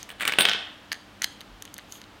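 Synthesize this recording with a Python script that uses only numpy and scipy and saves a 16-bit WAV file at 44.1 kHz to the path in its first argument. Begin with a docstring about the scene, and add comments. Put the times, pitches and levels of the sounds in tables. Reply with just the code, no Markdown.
"""A small room with a faint hum, close to a tin on a table.
Fingers fish for metal pellets: the tin knocks, rattles and rings, and one bright ping sounds.
The pellets are then pressed into a small rotary magazine, whose shell gives dry clicks;
a fingertip rubs briefly over it. The room answers with a short diffuse tail."""
import sys
import numpy as np
from scipy import signal
from scipy.fft import rfft, irfft
from scipy.io import wavfile
from scipy.ndimage import uniform_filter1d

SR = 44100
rng = np.random.default_rng(int(sys.argv[2]) if len(sys.argv) > 2 else 0)


def output_pcm(signal):
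    """Save a mono or channel-first signal as 16-bit PCM at the path in sys.argv[1].

    Samples are clipped to [-1, 1] before scaling.
    """
    pcm = np.clip(np.atleast_2d(signal).T, -1, 1) * 32767
    wavfile.write(sys.argv[1], SR, np.round(pcm).astype(np.int16))


N = 97020
T = np.arange(N) / SR
BINS_HZ = np.fft.rfftfreq(4096, 1 / SR)


def amp(db):
    """dB to gain."""
    return 10 ** (np.asarray(db) / 20)


def unit_rms(x):
    """Scales to rms 1."""
    return x / np.sqrt(np.mean(x ** 2) + 1e-20)


def curve(points, hz):
    """Interpolates a table over log frequency."""
    freqs, values = np.transpose(points)
    return np.interp(np.log(hz + 1), np.log(freqs + 1), values)


def add(mix, start_s, sound):
    """Mixes a sound in at start_s."""
    part = mix[round(start_s * SR):][:len(sound)]
    part += sound[:len(part)]


def coloured(x, spectrum):
    """Filters by a spectrum table; output rms 1."""
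    gain = amp(curve(spectrum, np.fft.rfftfreq(N, 1 / SR)))
    return unit_rms(irfft(rfft(x) * gain, N))


def swells(rows):
    """Sum of Gaussian envelopes."""
    return sum(amp(db) * np.exp(-((T - centre_s) / half_s) ** 2) for centre_s, half_s, db in rows)


def impose(noise, gain, smooth_bins):
    """Levels the noise's broad spectral humps and applies gain, at minimum phase."""
    spectrum = rfft(noise)
    humps = np.sqrt(np.maximum(uniform_filter1d(abs(spectrum) ** 2, size=smooth_bins), 1e-20))
    log_gain = np.log(np.maximum(gain / humps, 1e-5))
    mirrored = np.r_[log_gain, log_gain[-2:0:-1]]
    minimum_phase = np.exp(np.conj(signal.hilbert(mirrored)))[:len(gain)]
    return irfft(spectrum * minimum_phase)


def contact(body_gain, chatter_s, chatter_db):
    """A unit impulse and a short random chatter, through a body."""
    t = T[:2 * len(BINS_HZ) - 2]
    force = rng.standard_normal(len(t)) * np.exp(-(t / chatter_s) ** 2)
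    force *= amp(chatter_db) / np.linalg.norm(force)
    force[0] = 1
    return impose(force, body_gain, smooth_bins=60)[:len(BINS_HZ)]


def tail(x, spectrum, t60_table, rise_s):
    """Diffuse tail of x; each band decays at its own rate."""
    hz, t, bands = signal.stft(rng.standard_normal(SR), SR, nperseg=256)
    t60_s = curve(t60_table, hz)[:, None]
    noise = signal.istft(bands * np.exp(-np.log(1000) * t / t60_s), SR)[1][:SR]
    noise *= 1 - np.exp(-T[:SR] / rise_s)
    gain = amp(curve(spectrum, np.fft.rfftfreq(SR, 1 / SR)))
    response = impose(noise, gain, smooth_bins=120)
    return signal.fftconvolve(x, response[:SR // 2])[:N]


# Pellet knocks: (time [s], level [dB], pitch [Hz], bass [dB], treble [dB], top [dB], chatter [dB])
# Bands re level; chatter re first touch.
KNOCKS = [(0.0913,-9,2210,-9,-10,-11.5,9), (0.1034,-5,2930,-5.5,-30,-20,-6),
          (0.114,-12.5,3300,-7,-25,-12,1), (0.1224,-19,1770,5,-22,-10,17), (.199,-3,2980,-32,-22,-22,7),
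          (.2079,6,1760,-30,-25,-19,35), (0.2169,2.5,2970,-12,-17,-17,9), (0.2239,2.5,2560,-6,-19,-12.5,19),
          (.232,4,2100,-17,-34,-35,3), (0.2525,10.5,2170,-11.5,-18,-19,21), (0.2765,1,2510,-3,-36,-33,11),
          (.2773,13.5,2910,-16,-9.5,-12,16), (0.288,6.5,1900,-7.5,-27,-26,1),
          (0.2956,7.5,2130,-9,-30,-23,-2), (0.3222,9,2250,-8.5,-11.5,-22,7), (0.3366,8,2780,-9,-34,-22.5,5),
          (0.357,-12,2780,7.5,-28,-30,4), (0.3863,21,2840,-4,-19.5,-27,6), (0.398,5.5,3000,-1,-22,-35,2),
          (0.402,11,2850,-8.5,-22,-20,10), (0.4076,17,3500,-9,-14.5,-13.5,8), (0.419,13,3470,-17,-28,-24,6),
          (.475,-5,3200,-24,-18,-26,-9), (.4528,20,3060,-12.5,-15,-27,5),
          (0.4872,15,3210,-11.5,-15.5,-26.5,0), (0.4953,9.5,3150,-13,-3.5,-24.5,0.5),
          (0.5149,10.5,3140,-13.5,-21,-34,7), (0.5334,9,3100,-25,-13.5,-29.5,10),
          (.548,2,3000,-2.5,-35,-43,3)]

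def knocks():
    """Each knock excites a broad, quickly damped resonance of the pellet-filled tin."""
    out = np.zeros(N)
    for start_s, db, pitch_hz, bass, treble, top, chatter_db in KNOCKS:
        broadband = [(80, bass - 28), (150, bass - 1), (1000, bass + 1),
                     (1500, -2), (3700, -5.5), (4400, -10.5),
                     (5100, treble), (6600, treble - 4),
                     (8800, top + 3), (11000, top - 1), (15000, top - 2)]
        resonance = amp(4.5) ** 2 / (1 + ((BINS_HZ - pitch_hz) / 600) ** 2) ** 3
        gain = np.sqrt(amp(curve(broadband, BINS_HZ)) ** 2 + resonance)
        add(out, start_s, amp(db) * contact(gain, chatter_s=0.0034, chatter_db=chatter_db))
    return out


# Pellet shifts: (centre [s], half-length [s], level [dB])
SHIFTS = [(.105, 0.013, -43), (.222, 0.02, -32.5), (.28, 0.022, -29.5)]
# Slip spectrum: (frequency [Hz], relative level [dB])
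SHIFT_SPECTRUM = [(150, -12), (1000, -1), (1600, 6.5), (3000, -1), (4500, -21), (6500, -15), (9000, -5.5),
                  (11000, -30), (15000, -28)]

def shifting(slips_per_s=1500):
    """Pellet slips on pellet under the fingers."""
    slips = rng.standard_normal(N) * (rng.random(N) < slips_per_s / SR)
    return coloured(slips, SHIFT_SPECTRUM) * swells(SHIFTS)


# Lingering tin modes: (frequency [Hz], relative level [dB])
TIN_MODES = [(1509, -1.5), (2178, 1), (2320, -4), (2606, -3), (2954, -1), (3124, -4), (3152, -3.5),
             (3313, -9), (3359, -11), (3424, -6), (3449, -6), (3541, 3), (3842, -11)]
# Dense rattle after each knock: (frequency [Hz], gain [dB])
RATTLE_SPECTRUM = [(90, -23), (160, -5.5), (300, -1.5), (700, -1), (1500, -5.5), (3200, -8), (5000, -1),
                   (8000, -14), (15000, -17)]
# Rattle decay: (frequency [Hz], T60 [s])
RATTLE_T60 = [(150, 0.37), (700, 0.48), (1500, 0.71), (3500, 0.62), (6000, 0.4), (9000, 0.61),
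              (15000, 0.13)]

def tin(release_s=0.38, held_db=-4.5, ring_db=-47.5, ring_t60_s=0.4):
    """Knocks and slips drive the tin's rattle and modes, more so once the fingers let go."""
    direct = knocks() + shifting()
    drive = direct * np.where(T < release_s, amp(held_db), 1)
    retention = np.exp(-2 * np.log(1000) / (ring_t60_s * SR))
    energy = signal.lfilter([1], [1, -retention], drive ** 2)
    ring = np.zeros(N)
    for hz, db in TIN_MODES:
        ring += amp(ring_db + db) * np.sqrt(energy) * np.sin(2 * np.pi * (hz * T + rng.random()))
    return direct + ring + tail(drive, RATTLE_SPECTRUM, RATTLE_T60, rise_s=0.0016)


# Ping partials: (frequency [Hz], level [dB])
PING_PARTIALS = [(8280, -33), (9340, -28), (14890, -33)]

def ping(start_s=0.3866, hold_s=0.036, t60_s=0.082, after_db=-19, after_t60_s=0.42):
    """Thin metal rings high, is damped, and leaves a faint after-ring."""
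    t = T[:SR // 2]
    envelope = amp(-60 * np.maximum(t - hold_s, 0) / t60_s)
    envelope += amp(after_db - 60 * t / after_t60_s)
    out = np.zeros(N)
    for hz, db in PING_PARTIALS:
        waver = 1 + 0.3 * unit_rms(uniform_filter1d(rng.standard_normal(len(t)), size=350))
        add(out, start_s, amp(db) * envelope * waver * np.sin(2 * np.pi * hz * t))
    return out


# Clicks: (time [s], hollow body [dB], shell [dB], pellet tick [dB], top [dB], chamber pitch [Hz])
CLICKS = [(.0295,-10.5,-15,2.5,-17,4700), (0.9177,11,2.5,-8,-16,4550), (0.9241,0,-3.5,-0.5,-10.5,4600),
          (.929,5.5,-2,3.5,-10,4560), (0.9336,-10,-21,-18,-35,4600), (0.9434,-9,-15,-12,-33,4220),
          (0.9469,-6,-21,-20,-36,4400), (0.954,-10.5,-26,-18,-40,4500), (1.2182,7,-16,-13,-31,4200),
          (1.2204,4.5,-1.5,13,-4,4270), (1.2285,2,-8,-20,-21,3730), (1.2343,-8,-7,0,-16,4670),
          (1.238,-7,-5,0,-18,4000), (1.2427,12,10.5,11.5,1,4350), (1.407,-19,-10.5,-17,-21,3830),
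          (1.413,-7,-15,-11,-24,4300), (1.623,-9.5,-12,1.5,-11.5,3570), (1.653,-13,-17,-5,-18,3830),
          (1.6574,-15,-16,-24,-31,3300), (1.677,-20,-16.5,-35,-46,3180), (1.7413,-30,-17.5,-1.5,-11,4560),
          (1.766,-18,-15,-22,-41,3850), (1.781,-9,-18,-7.5,-12,4430), (1.787,-2,-17,-12,-31,4100),
          (1.794,-14,-15,-29,-39,3900), (1.923,-50,-15.5,1.5,-14.5,4500), (1.9556,-33,-17,-30,-38,3200),
          (2.016,-13,-14,-11,-26,4380), (2.04,-23,-17,-22,-40.5,3860)]
# Magazine resonances: (frequency [Hz], width [Hz], gain [dB])
MAGAZINE_MODES = [(1890, 434, 1), (3060, 290, 4.5), (6320, 520, -2), (9300, 1800, 0), (10660, 630, -4.5),
                  (12340, 700, 1.5), (16200, 1100, -8)]

def magazine():
    """Dry clicks share the shell's resonances; chamber pitch depends on where the pellet sits."""
    out = np.zeros(N)
    for start_s, body_db, shell_db, tick_db, top_db, chamber_hz in CLICKS:
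        drives_db = [body_db, shell_db, tick_db] + [top_db] * 4  # one per mode
        peaks = [(hz, width, db + drive) for (hz, width, db), drive in zip(MAGAZINE_MODES, drives_db)]
        peaks += [(chamber_hz, 560, shell_db + 5.5), (850, 300, shell_db - 15)]
        power = sum(amp(db) ** 2 / (1 + ((BINS_HZ - hz) / width) ** 2) ** 2 for hz, width, db in peaks)
        chatter_s = 0.002 * 2 ** (shell_db / 25)  # harder clicks chatter longer
        add(out, start_s, contact(np.sqrt(power), chatter_s, chatter_db=10))
    return out


# Finger slides: (centre [s], half-length [s], level [dB])
RUBS = [(1.325, 0.022, -62), (1.945, 0.046, -49.5)]
# Rub spectrum: (frequency [Hz], relative level [dB])
RUB_SPECTRUM = [(1000, -47), (3200, 4), (5000, -3), (5900, -14), (6400, 10.5), (6900, 4), (8000, -8),
                (10000, -4), (12200, -5), (13100, 2), (13900, -9), (15500, -11)]

def rubbing(grains_per_s=6000):
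    """Fingertip stick-slip, coloured by the magazine."""
    grains = rng.standard_normal(N) * (rng.random(N) < grains_per_s / SR)
    return coloured(grains, RUB_SPECTRUM) * swells(RUBS)


# Diffuse room ring: (frequency [Hz], relative level [dB])
OPENING_SPECTRUM = [(200, -10), (1200, -16), (3300, -2.5), (4500, -6.5), (6400, -12), (9000, -18.5),
                    (15000, -28)]

def opening_ring(start_db=-45, t60_s=0.31):
    """The room is still ringing faintly at the start, from an earlier knock."""
    return coloured(rng.standard_normal(N), OPENING_SPECTRUM) * amp(start_db - 60 * T / t60_s)


# Room response: (frequency [Hz], gain [dB])
ROOM_SPECTRUM = [(200, -16), (1500, -10), (2500, -23), (3100, -10.5), (3700, -13), (4900, -15),
                 (5600, -25.5), (6300, -17), (8000, -13.5), (15000, -24.5)]
# Room decay: (frequency [Hz], T60 [s])
ROOM_T60 = [(200, 0.22), (3000, 0.41), (7000, 0.45), (15000, 0.12)]

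def room(direct):
    """Diffuse reflections of the small room."""
    return tail(direct, ROOM_SPECTRUM, ROOM_T60, rise_s=0.0017)


def table_bump(centre_s=1.535, half_s=0.053, hz=44, db=-46.5):
    """One soft, low bump of the table."""
    return swells([(centre_s, half_s, db)]) * np.sin(2 * np.pi * hz * T)


# Hum partials: (frequency [Hz], rms level [dB])
HUM_PARTIALS = [(100, -63.5), (200, -67.5), (299, -63.5)]
# Room tone: (frequency [Hz], relative density [dB])
AIR_SPECTRUM = [(15, -30), (30, -4), (47, -0.5), (70, -4), (105, -3.5), (145, -5), (200, -0.5), (290, -1.5),
                (400, -6.5), (700, -5.5), (1200, -6.5), (1700, -9.5), (2400, -12), (3100, -10.5),
                (4500, -17), (6500, -23.5), (9500, -29.5), (15500, -33.5)]

def background(air_db=-51):
    """Steady room tone and faint hum."""
    hum = sum(amp(db) * np.sqrt(2) * np.sin(2 * np.pi * (hz * T + rng.random()))
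              for hz, db in HUM_PARTIALS)
    return amp(air_db) * coloured(rng.standard_normal(N), AIR_SPECTRUM) + hum


def scene():
    """Mono mix of handling, room and background."""
    direct = tin() + ping() + magazine() + rubbing()
    return (direct + room(direct) + opening_ring() + table_bump() + background())[None]


def record(dry, ceiling=0.72, cutoff_hz=16100):
    """Soft peak limit, then low-pass."""
    limited = dry / (1 + (dry / ceiling) ** 4) ** (1 / 4)
    lowpass = signal.firwin(201, cutoff_hz, window=("kaiser", 9), fs=SR)
    return signal.oaconvolve(limited, lowpass[None], "same")


dry = scene()
out = record(dry)
output_pcm(out)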